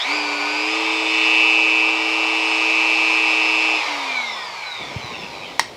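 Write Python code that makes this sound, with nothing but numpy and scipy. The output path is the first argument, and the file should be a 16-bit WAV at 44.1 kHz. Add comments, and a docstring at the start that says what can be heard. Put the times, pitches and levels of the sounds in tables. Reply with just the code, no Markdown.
"""A rough rising shriek starts it: a handheld rotary tool spins up a cutting disc above a desk in a small room.
The speed control feeds the motor one gulp of current every half cycle of the mains, so its whine buzzes.
The power is cut and the whistles fall as the rotor coasts down; an arm bumps the desk, and something hard clicks.
One shaft angle drives the tones of the tool; air, brushes and desk are shaped noise, bumps and the click are
short rings, and faint hum and hiss lie underneath."""
import sys
import numpy as np
from scipy import signal
from scipy.fft import rfft, irfft
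from scipy.io import wavfile
from scipy.ndimage import uniform_filter1d

SR = 44100
rng = np.random.default_rng(int(sys.argv[2]) if len(sys.argv) > 2 else 0)


def file_out(sig):
    """Save sig as 16-bit WAV at sys.argv[1]."""
    # one column per channel
    cols = np.atleast_2d(sig).T
    # limit, then scale
    lim = np.clip(cols, -1, 1)
    pcm = np.round(lim * 32767).astype(np.int16)
    wavfile.write(sys.argv[1], SR, pcm)


N = 254016
TIME = np.arange(N) / SR  # s

# "Relative" levels below are trimmed again where the layers are mixed.
# How the room dies away: (pitch [Hz], time to fall 60 dB [s])
ROOM_DECAY = [(150, 0.28), (1000, 0.24), (3500, 0.46), (8000, 0.3), (15000, 0.031)]

# Sound of the arm and cord sliding on the desk: (pitch [Hz], relative level [dB])
SLIDE_COLOUR = [(62, -11), (85, -12), (120, -8.5), (220, -6.5), (400, -4.5), (800, -6)]
# Bumps on the desk: (time [s], relative level [dB], pitch [Hz], time to fall 60 dB [s])
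BUMPS = [(4.961, -11.5, 116, 0.032), (5.042, -25.5, 130, 0.046), (5.232, -31, 190, 0.064)]
# A hard click, then a nearly inaudible sound of the same shape: (time [s], relative level [dB])
CLICKS = [(5.5945, -1.5), (5.638, -41)]
# What the clicking part rings with: (pitch [Hz], relative level [dB], time to fall 60 dB [s])
CLICK_MODES = [(922, -9.5, 0.023), (1864, -6, 0.027), (2114, -7, 0.022), (2640, -29, 0.04),
               (3040, -22, 0.026), (3200, -21, 0.025), (4350, -15, 0.036), (5750, -19, 0.028)]
# Sharp first crack of the click: (pitch [Hz], relative level [dB])
CRACK_COLOUR = [(300, -24), (900, 4.5), (1900, -3), (3200, -3), (5500, 1.5), (8500, -6.5), (12000, -17),
                (16000, -38)]
# First reflections from the desk and the things on it: (pitch [Hz], relative level [dB])
SCATTER_COLOUR = [(700, -12), (2000, 5), (3000, 3), (4500, 5), (7000, -8), (12000, -22)]

# Rush of air and brushes:
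# (speed [turns/s], relative fan level [dB], relative housing ring level [dB], relative brush hiss level [dB])
RUSH = [(86, -43.5, -46, -43.5), (119, -40.5, -41.5, -42.5), (200, -33.5, -43.5, -39.5),
        (294, -26.5, -32.5, -33.5), (313, -27, -31, -32)]
# Air roaring in the vents: (pitch [Hz], relative level [dB])
FAN_COLOUR = [(60, -46), (180, -30.5), (300, -19.5), (450, -9.5), (720, -3.5), (840, 2), (890, -1.5),
              (955, 4), (1060, -1.5), (1170, -3), (1228, 1.5), (1300, -8.5), (1500, -10), (2200, -21)]
# Ringing of the housing: (pitch [Hz], relative level [dB])
RING_COLOUR = [(1500, -19), (1900, -5), (2080, 2.5), (2280, 7), (2600, 1), (3000, -1.5), (3500, -7.5)]
# Hiss of the brushes: (pitch [Hz], relative level [dB])
HISS_COLOUR = [(2000, -36), (3200, 1.5), (4200, 2.5), (5000, 0.5), (5800, -6), (7400, -10), (9000, -22),
               (11000, -25.5), (13000, -41), (15600, -55)]
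# Rasp of the brushes: (pitch [Hz], relative level [dB])
RASP_COLOUR = [(1200, -12.5), (1800, 3), (2400, 5.5), (3300, 1.5), (4500, 3), (5800, -1), (7400, -12),
               (11000, -34), (15600, -54)]

# Short rubs as the rotor runs out: (middle [s], half length [s], relative level [dB], pitch [Hz])
RUBS = [(5.154, .017, -30, 2700), (5.24, 0.035, -36, 2700), (5.347, .016, -36, 2520),
        (5.437, .028, -35.5, 2520), (5.453, 0.017, -35.5, 3150), (5.49, .03, -43, 2980)]
# Shriek of the slots at the start: (multiple of shaft speed [-], relative level [dB], length [s])
RUN_UP = [(16, -24.5, .044), (24, -37, .03)]
# Resonances of the housing: (centre [Hz], width [Hz], gain [dB])
HOUSING = [(913, 200, -4), (1075, 120, -6), (1490, 110, -10), (1865, 90, -11), (2150, 200, 0.5),
           (2349, 100, 3), (3590, 350, 2.5), (3930, 260, 3), (4650, 400, -6.5), (5280, 510, -6.5),
           (6080, 880, -9), (8100, 800, -20), (11000, 1200, -12)]
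# Whistles while coasting, before the housing's gain:
# multiple of shaft speed [-] -> (level [dB], loudest speed [turns/s], change away from it [dB/octave])
COASTING = {5: (-36, 240, -8), 6: (-29, 290, -20), 7.1: (-36.5, 230, -5), 8: (-42, 285, -11),
            9.08: (-27, 260, -10), 11.15: (-41, 200, -5), 13.13: (-38, 170, -9), 14.2: (-45, 200, -7),
            15.2: (-43, 160, -8), 16: (-40, 225, -9), 17.2: (-45, 240, -3), 24: (-36.5, 195, -14),
            26: (-45, 235, -22), 32: (-46, 115, -9), 40: (-50, 125, -1), 48: (-44, 112, -22),
            56: (-50, 105, -12)}
# Armature whistles under power; every eighth multiple also throbs:
# multiple of shaft speed [-] -> (time [s], relative level [dB])
ARMATURE_DRIVEN = {5: [(0, -52), (.13, -39), (.55, -39.5), (.8, -56), (3, -54), (3.4, -46)], 6: [(0, -47),
                   (.8, -47)], 8: [(0, -46), (.05, -37), (.13, -28), (.19, -42), (.6, -40), (.8, -57)],
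                   16: [(.04, -52), (.12, -35.5), (.3, -41.5), (.72, -39.5), (.85, -47), (1.5, -45),
                   (2.1, -52), (2.45, -46), (2.8, -49), (3.5, -43)], 17: [(.6, -57), (3.4, -50)],
                   24: [(.9, -57), (2, -63)], 26: [(2.15, -65), (2.45, -52), (2.8, -66), (3.15, -52),
                   (3.4, -62)]}
# Bearing tones under power, off the whole multiples:
# multiple of shaft speed [-] -> (time [s], relative level [dB])
BEARING_DRIVEN = {3.83: [(.6, -52), (.8, -44)], 6.08: [(.6, -56), (.8, -47)], 7.15: [(0, -50), (.8, -36),
                  (3.8, -38)], 8.15: [(.6, -54), (.8, -44)], 9.08: [(0, -40), (.06, -30), (.15, -42),
                  (3.8, -45)], 9.87: [(1, -45), (3.8, -50)], 11.15: [(.66, -52), (.75, -35), (1.05, -35),
                  (1.3, -32), (1.5, -39), (1.85, -40), (2.1, -44), (2.35, -39), (3.8, -44)],
                  15.2: [(1.4, -44), (2.8, -51)]}

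# Shaft speed before the coast; it climbs, sags, climbs again and nearly holds: (time [s], speed [turns/s])
POWERED_SPEED = [(0, 204), (.05, 247), (.1, 287), (.15, 303), (.28, 294.5), (.4, 292), (.6, 306),
                 (.68, 315), (.78, 322), (.95, 320.4), (1.85, 320.4), (2.15, 321.1), (3.1, 321.2),
                 (3.3, 319.1), (3.74, 318.8)]
# How the housing radiates the whine: (pitch [Hz], relative level [dB])
WHINE_COLOUR = [(1500, -31), (2050, -29.5), (2200, -10.5), (2320, 6), (2440, 4.5), (2560, 1.5), (2680, 2.5),
                (2800, -1.5), (2920, 6), (3040, 1.5), (3400, -12), (5000, -19)]
# Loudness toward the microphone as the hands turn the tool:
# (time [s], relative whine level [dB], relative housing ring level [dB])
AIM = [(0, -24, 8), (.12, -26, 2.5), (.2, -27, -1.5), (.55, -23.5, -2), (.78, -24.5, 0), (1.02, -24, -2),
       (1.22, -17, 2.5), (1.42, -14, 1), (1.65, -16.5, -2.5), (1.84, -17, -2), (1.98, -21, -3.5),
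       (2.22, -19.5, -1), (2.5, -21, -0.5), (2.72, -18, 1), (3.05, -18, 1.5), (3.45, -18, 1),
       (3.8, -19, 1.5)]
# Echoes of the whine, shifting as the tool moves and favouring one partial after another:
# (time [s], near delay [ms], far delay [ms])
ECHOES = [(.8, 1.13, 5.91), (1.02, 1.14, 5.84), (1.22, 1.08, 5.9), (1.42, 1.1, 5.91), (1.65, 1.14, 5.89),
          (1.83, 1.16, 5.91), (2, 1.06, 6.02), (2.22, 1.08, 5.98), (2.5, 1.09, 5.84), (2.7, 1.17, 5.87),
          (2.9, 1.14, 5.93), (3.12, 1.18, 5.88), (3.3, 1.13, 5.96), (3.5, 1.1, 5.98), (3.72, 1.13, 5.98)]

GULP_HZ = 120  # two gulps of current in each mains cycle
POWER_OFF_S = 3.8  # middle of the fade from powered to coasting sounds
# the coast: start [s], time constant [s], bend of the decay, speed it heads for [turns/s]
COAST_FROM_S, COAST_S, COAST_BEND, CRAWL_HZ = 3.7323, 1.0396, 1.3728, 58.07
STEADY = 0.027  # slot pull that stays on between gulps, against a gulp's peak of 1
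NEAR_ECHO, FAR_ECHO = 0.35, 0.3  # gains against the direct whine
# once-a-turn hum: relative level at full speed, growth with speed, slow easing
FULL_SPEED_HZ, HUM_DB, HUM_DB_PER_OCTAVE, HUM_DB_PER_S = 320, -30.5, 35, -1
HUM_RISE_S = 0.092  # the shaking takes a moment to build
DIP_S, DIP_HALF_S, DIP_DB = 3.84, 0.038, -23  # the hum dips briefly
SLIDE_S, SLIDE_RISE_S, SLIDE_DB, SLIDE_DB_PER_S = 4.74, 0.086, -38, -2.5
SCATTER_DB, SCATTER_T60_S = -13, 0.1
RASP_DRIVEN_DB, RASP_COASTING_DB = -13, -2.5  # against the hiss
CAGE_CREEP = 0.0754  # turns the bearing cages creep round in one turn of the shaft
RUB_WIDTH_HZ, RUB_PULSING = 180, 0.87
SPENT_S, SPENT_DB_PER_S = 5.4, -45  # the last fade of the coasting whistles
EDGE_HZ = 15750  # upper limit of the sound


def amp(db):
    """Turns decibels into a gain."""
    return 10 ** (np.asarray(db) / 20)


def unit(x):
    """Scales a sound to an average (rms) strength of 1."""
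    return x / np.sqrt(np.mean(x ** 2) + 1e-20)


def curve(rows, order=1):
    """Reads one column of a time table at every sample."""
    rows = np.array(rows)
    return np.interp(TIME, rows[:, 0], rows[:, order])


def read(points, hz):
    """Reads a pitch table, with pitch spaced in octaves."""
    table_hz, value = np.transpose(points)
    return np.interp(np.log(hz + 1), np.log(table_hz), value)


def colour(x, points):
    """Filters a sound to the given spectrum, without sounding early; it falls away beyond the table's ends."""
    hz = np.maximum(abs(np.fft.fftfreq(8192, 1 / SR)), 5)
    octaves_out = abs(np.log2(hz / np.clip(hz, points[0][0], points[-1][0])))
    gain_db = np.maximum(read(points, hz) - 18 * octaves_out, -90)
    log_gain = np.log(amp(gain_db))
    # minimum phase: the energy comes as early as it can
    response = np.exp(np.conj(signal.hilbert(log_gain)))
    taps = np.fft.ifft(response).real[:4096]
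    return signal.oaconvolve(x, taps)[:N]


def drift(rate_hz):
    """Random wander of rms 1, made from noise with its fast changes smoothed away."""
    steps = TIME[::32]
    hz = np.fft.rfftfreq(8192, steps[1])
    smoothing = np.exp(-(hz / rate_hz) ** 2)
    slow = irfft(rfft(rng.standard_normal(8192)) * smoothing)
    return unit(np.interp(TIME, steps, slow[:len(steps)]))


def noise(points):
    """Coloured noise of rms 1."""
    return unit(colour(rng.standard_normal(N), points))


def ring(s, hz, t60):
    """A tone struck at time s that falls 60 dB in t60 seconds."""
    age = np.maximum(TIME - s, 0)
    return amp(-60 * age / t60) * np.sin(2 * np.pi * hz * age)


def swell(s, half):
    """A smooth bump of height 1 around time s."""
    return np.exp(-((TIME - s) / half) ** 2)


def fuzzy(phase, width_hz):
    """A narrow band of noise, of rms about 1, that follows a tone."""
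    return drift(width_hz) * np.sin(phase) + drift(width_hz) * np.cos(phase)


def gulps(lag, sharp):
    """One smooth pulse every half cycle of the mains; lag is a share of that half cycle."""
    return np.exp(sharp * (np.cos(2 * np.pi * (GULP_HZ * TIME - lag)) - 1))


def floor():
    """Faint mains hum, made of two steady tones, and microphone hiss."""
    mains = 2 * np.pi * GULP_HZ * TIME
    hum = amp(-59.5) * np.sin(mains) + amp(-56.5) * np.sin(3 * mains)
    hiss = noise([(30, -25), (110, -14.5), (300, -8.0), (4000, -11.5), (15000, -30.5)])
    return hum + amp(-48.0) * hiss


def room(x):
    """Sparse random reflections, each band of pitch dying away at its own pace."""
    size = SR // 2
    chosen = rng.random(size) < 12000 / SR
    late_enough = np.arange(size) > 0.003 * SR
    taps = rng.standard_normal(size) * chosen * late_enough
    hz, t, bands = signal.stft(taps, SR, nperseg=256)
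    decay = amp(-60 * t / read(ROOM_DECAY, hz)[:, None])
    tail = signal.istft(bands * decay, SR, nperseg=256)[1]
    return signal.oaconvolve(x, tail / np.linalg.norm(tail))[:N]


def desk():
    """The arm slides over the desk as soft noise and bumps it, making short low rings."""
    age = np.maximum(TIME - SLIDE_S, 0)
    slide_db = SLIDE_DB + SLIDE_DB_PER_S * age + 0.84 * drift(rate_hz=38)
    slide = amp(slide_db) * noise(SLIDE_COLOUR) * np.minimum(age / SLIDE_RISE_S, 1)
    bumps = sum(amp(db) * ring(s, hz, t60) for s, db, hz, t60 in BUMPS)
    # keeps the bumps low: trims below 85 Hz and above 400 Hz
    return slide + colour(bumps, [(85, 0.004), (400, 0)])


def clicks():
    """A crack of a few milliseconds, a short ring of hard plastic and a spray of near reflections."""
    out = np.zeros(N)
    for s, db in CLICKS:
        age = np.maximum(TIME - s, 0)
        rise = age / 0.00066
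        crack = colour(rng.standard_normal(N) * rise * np.exp(1 - rise), CRACK_COLOUR)
        body = np.zeros(N)
        for k, (hz, mode_db, t60) in enumerate(CLICK_MODES):
            body += (-1) ** k * amp(mode_db) * ring(s + 0.00031, hz, t60)
        spray = rng.standard_normal(N) * np.minimum(rise, 1) * amp(-60 * age / SCATTER_T60_S)
        scatter = colour(spray, SCATTER_COLOUR)
        out += amp(db) * (amp(1.0) * crack + body + amp(SCATTER_DB) * scatter)
    return out


def shaft_speed():
    """Turns a second: held by the speed control, then run down by air and friction."""
    coast_age = np.maximum(TIME - COAST_FROM_S, 0)
    left = np.exp(-(coast_age / COAST_S) ** COAST_BEND)
    return CRAWL_HZ + (curve(POWERED_SPEED) - CRAWL_HZ) * left


def chatter(angle, speed):
    """As it slows, the rotor rubs harder at one spot of each turn; a gain of mean power about 1."""
    slack = np.clip((185 - speed) / 60, 0, 1)
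    gain = np.exp(0.75 * slack * np.cos(angle))
    return gain / np.sqrt(uniform_filter1d(gain ** 2, size=2000))


def rasp(angle, speed):
    """Brushes scrape much the same roughness every turn: many weak shaft multiples that come and go."""
    scrape = np.zeros(N)
    for k in range(6, 60):
        scrape += drift(rate_hz=4) * np.sin(k * angle + rng.uniform(0, 2 * np.pi))
    return unit(colour(scrape * np.sqrt(speed), RASP_COLOUR))


def rush(angle, speed, power):
    """Cooling air roars in the vents; the brushes ring the housing and hiss, a little more at each gulp."""
    coasting = 1 - power
    speeds, *levels = np.transpose(RUSH)
    fan_db, ring_db, hiss_db = (np.interp(speed, speeds, level) for level in levels)
    aim_db = curve(AIM, order=2)
    fan = amp(fan_db + 0.15 * aim_db - 1.2 + 0.5 * drift(rate_hz=17.0)) * noise(FAN_COLOUR)
    housing_db = ring_db + aim_db + 3.0 - 0.51 * coasting + 1.03 * drift(rate_hz=34)
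    housing = amp(housing_db) * noise(RING_COLOUR)
    rasp_db = RASP_DRIVEN_DB * power + RASP_COASTING_DB * coasting
    scrape = noise(HISS_COLOUR) + amp(rasp_db) * rasp(angle, speed)
    hiss = amp(hiss_db + 0.47 * aim_db - 2.6 * coasting) * scrape
    sparking = 1 + power * (0.13 * gulps(lag=0.71, sharp=10.0) - 0.05)
    brushes = (housing + hiss) * sparking * chatter(angle, speed) ** 0.098
    fading = amp(-34 * np.maximum(TIME - 5.55, 0))  # the rotor is nearly spent
    return (fan + brushes) * fading


def rubs(angle, speed):
    """A few brief scrapes, each ringing one resonance and pulsing with each turn of the slow rotor."""
    scrapes = np.zeros(N)
    for s, half, db, hz in RUBS:
        scrapes += amp(db) * swell(s, half) * fuzzy(2 * np.pi * hz * TIME, RUB_WIDTH_HZ)
    return scrapes * chatter(angle, speed) ** RUB_PULSING


def unbalance(angle, speed, ripple_left):
    """The disc shakes the tool once a turn; torque ripple adds sidebands, of which the upper ones radiate."""
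    ripple = 2 * np.pi * (GULP_HZ * TIME - 0.25)
    sidebands = amp(-4.5) * np.sin(angle + ripple) + amp(-17.5) * np.sin(angle + 2 * ripple)
    speed_db = HUM_DB_PER_OCTAVE * np.log2(speed / FULL_SPEED_HZ)
    level_db = HUM_DB + speed_db + HUM_DB_PER_S * TIME + DIP_DB * swell(DIP_S, DIP_HALF_S)
    build_up = np.minimum(TIME / HUM_RISE_S, 1) ** 2
    return np.sqrt(2) * amp(level_db) * build_up * (np.sin(angle) + ripple_left * sidebands)


def whistle(phase, wobble, wobble_hz):
    """A tone of rms about 1 that flutters a little in level and phase."""
    flutter = amp(1.2 * drift(rate_hz=25))
    return np.sqrt(2) * flutter * np.sin(phase + wobble * drift(rate_hz=wobble_hz))


def housing_gain(hz):
    """How strongly the housing radiates a tone of this pitch: the sum of its resonance peaks."""
    return sum(amp(db) / (1 + (2 * (hz - centre) / width) ** 2) for centre, width, db in HOUSING)


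def gliding(angle, speed):
    """The whistles of the coasting rotor fall through the housing's resonances and blur as it slows."""
    blur = np.minimum(0.25 * (200 / speed) ** 2, 0.45)
    out = np.zeros(N)
    for k, (db, best_speed, db_per_octave) in COASTING.items():
        octaves_away = abs(np.log2(speed / best_speed))
        level = amp(db + db_per_octave * octaves_away) * housing_gain(k * speed)
        out += level * whistle(k * angle, wobble=blur, wobble_hz=17)
    last_fade = amp(SPENT_DB_PER_S * np.maximum(TIME - SPENT_S, 0))
    return out * chatter(angle, speed) * last_fade


def driven(angle):
    """Under power the slot harmonics throb with the current, and the bearing tones pulse with their cages."""
    throb = 2.33 * gulps(lag=0.7, sharp=1.1) + 0.35
    cage = np.cos(CAGE_CREEP * angle)
    armature, bearings = np.zeros(N), np.zeros(N)
    for k, level in ARMATURE_DRIVEN.items():
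        pulsing = 1 if k % 8 else throb  # multiples of eight belong to the slots
        armature += amp(curve(level)) * whistle(k * angle, wobble=0.5, wobble_hz=11) * pulsing
    for k, level in BEARING_DRIVEN.items():
        bearings += amp(curve(level)) * whistle(k * angle + 0.8 * cage, wobble=0.3, wobble_hz=12)
    return armature + np.sqrt(1 + 0.85 * cage) * bearings


def run_up(angle):
    """The heavy starting current makes the slots shriek, a rough chirp that rises with the shaft."""
    shriek = np.zeros(N)
    for k, db, length in RUN_UP:
        tone = 0.35 * np.sin(k * angle) + fuzzy(k * angle, width_hz=330)
        shriek += amp(db) * np.exp(-(TIME / length) ** 4) * tone
    return shriek * (0.87 + gulps(lag=0.83, sharp=2.1))


def whine(angle, power):
    """Eight armature slots pull on the stator as hard as each gulp of current drives them; two echoes join."""
    slots = np.sin(8 * angle)
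    current = (gulps(lag=0.803, sharp=5.5) + STEADY) * (1 + 0.017 * drift(rate_hz=70))
    current = current / np.sqrt(uniform_filter1d(current ** 2, size=2940))  # keeps its strength even
    direct = amp(curve(AIM) - 3.0) * power * unit(colour(slots * current, WHINE_COLOUR))
    near = np.interp(TIME - curve(ECHOES, order=1) / 1000, TIME, direct)
    far = np.interp(TIME - curve(ECHOES, order=2) / 1000, TIME, direct)
    return direct + NEAR_ECHO * near + FAR_ECHO * far


def scene():
    """One shaft drives every sound of the tool; desk, click, room and floor are added."""
    speed = shaft_speed() * (1 + 0.00023 * drift(rate_hz=8.5))
    angle = 2 * np.pi * np.cumsum(speed) / SR
    power = np.clip((POWER_OFF_S - TIME) / 0.13 + 0.5, 0, 1)
    # the torque ripple dies away more slowly
    ripple_left = np.clip((POWER_OFF_S - TIME) / 0.19 + 1.1, 0, 1)
    click = clicks()
    tones = power * driven(angle) + (1 - power) * gliding(angle, speed)
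    motor = whine(angle, power) + unbalance(angle, speed, ripple_left) + rush(angle, speed, power)
    motor += run_up(angle) + rubs(angle, speed)
    echoing = room(amp(-6.5) * tones + amp(-15.5) * click)
    return (floor() + echoing + desk() + click + tones + motor)[None]


def record(dry):
    """Peaks beyond full scale are cut flat, as in an overloaded input; then the highest treble is removed."""
    clipped = np.clip(dry, -1, 1)
    low_pass = signal.firwin(511, EDGE_HZ, window=("kaiser", 9), fs=SR)
    return signal.oaconvolve(clipped, low_pass[None], "same")


dry = scene()
out = record(dry)
file_out(out)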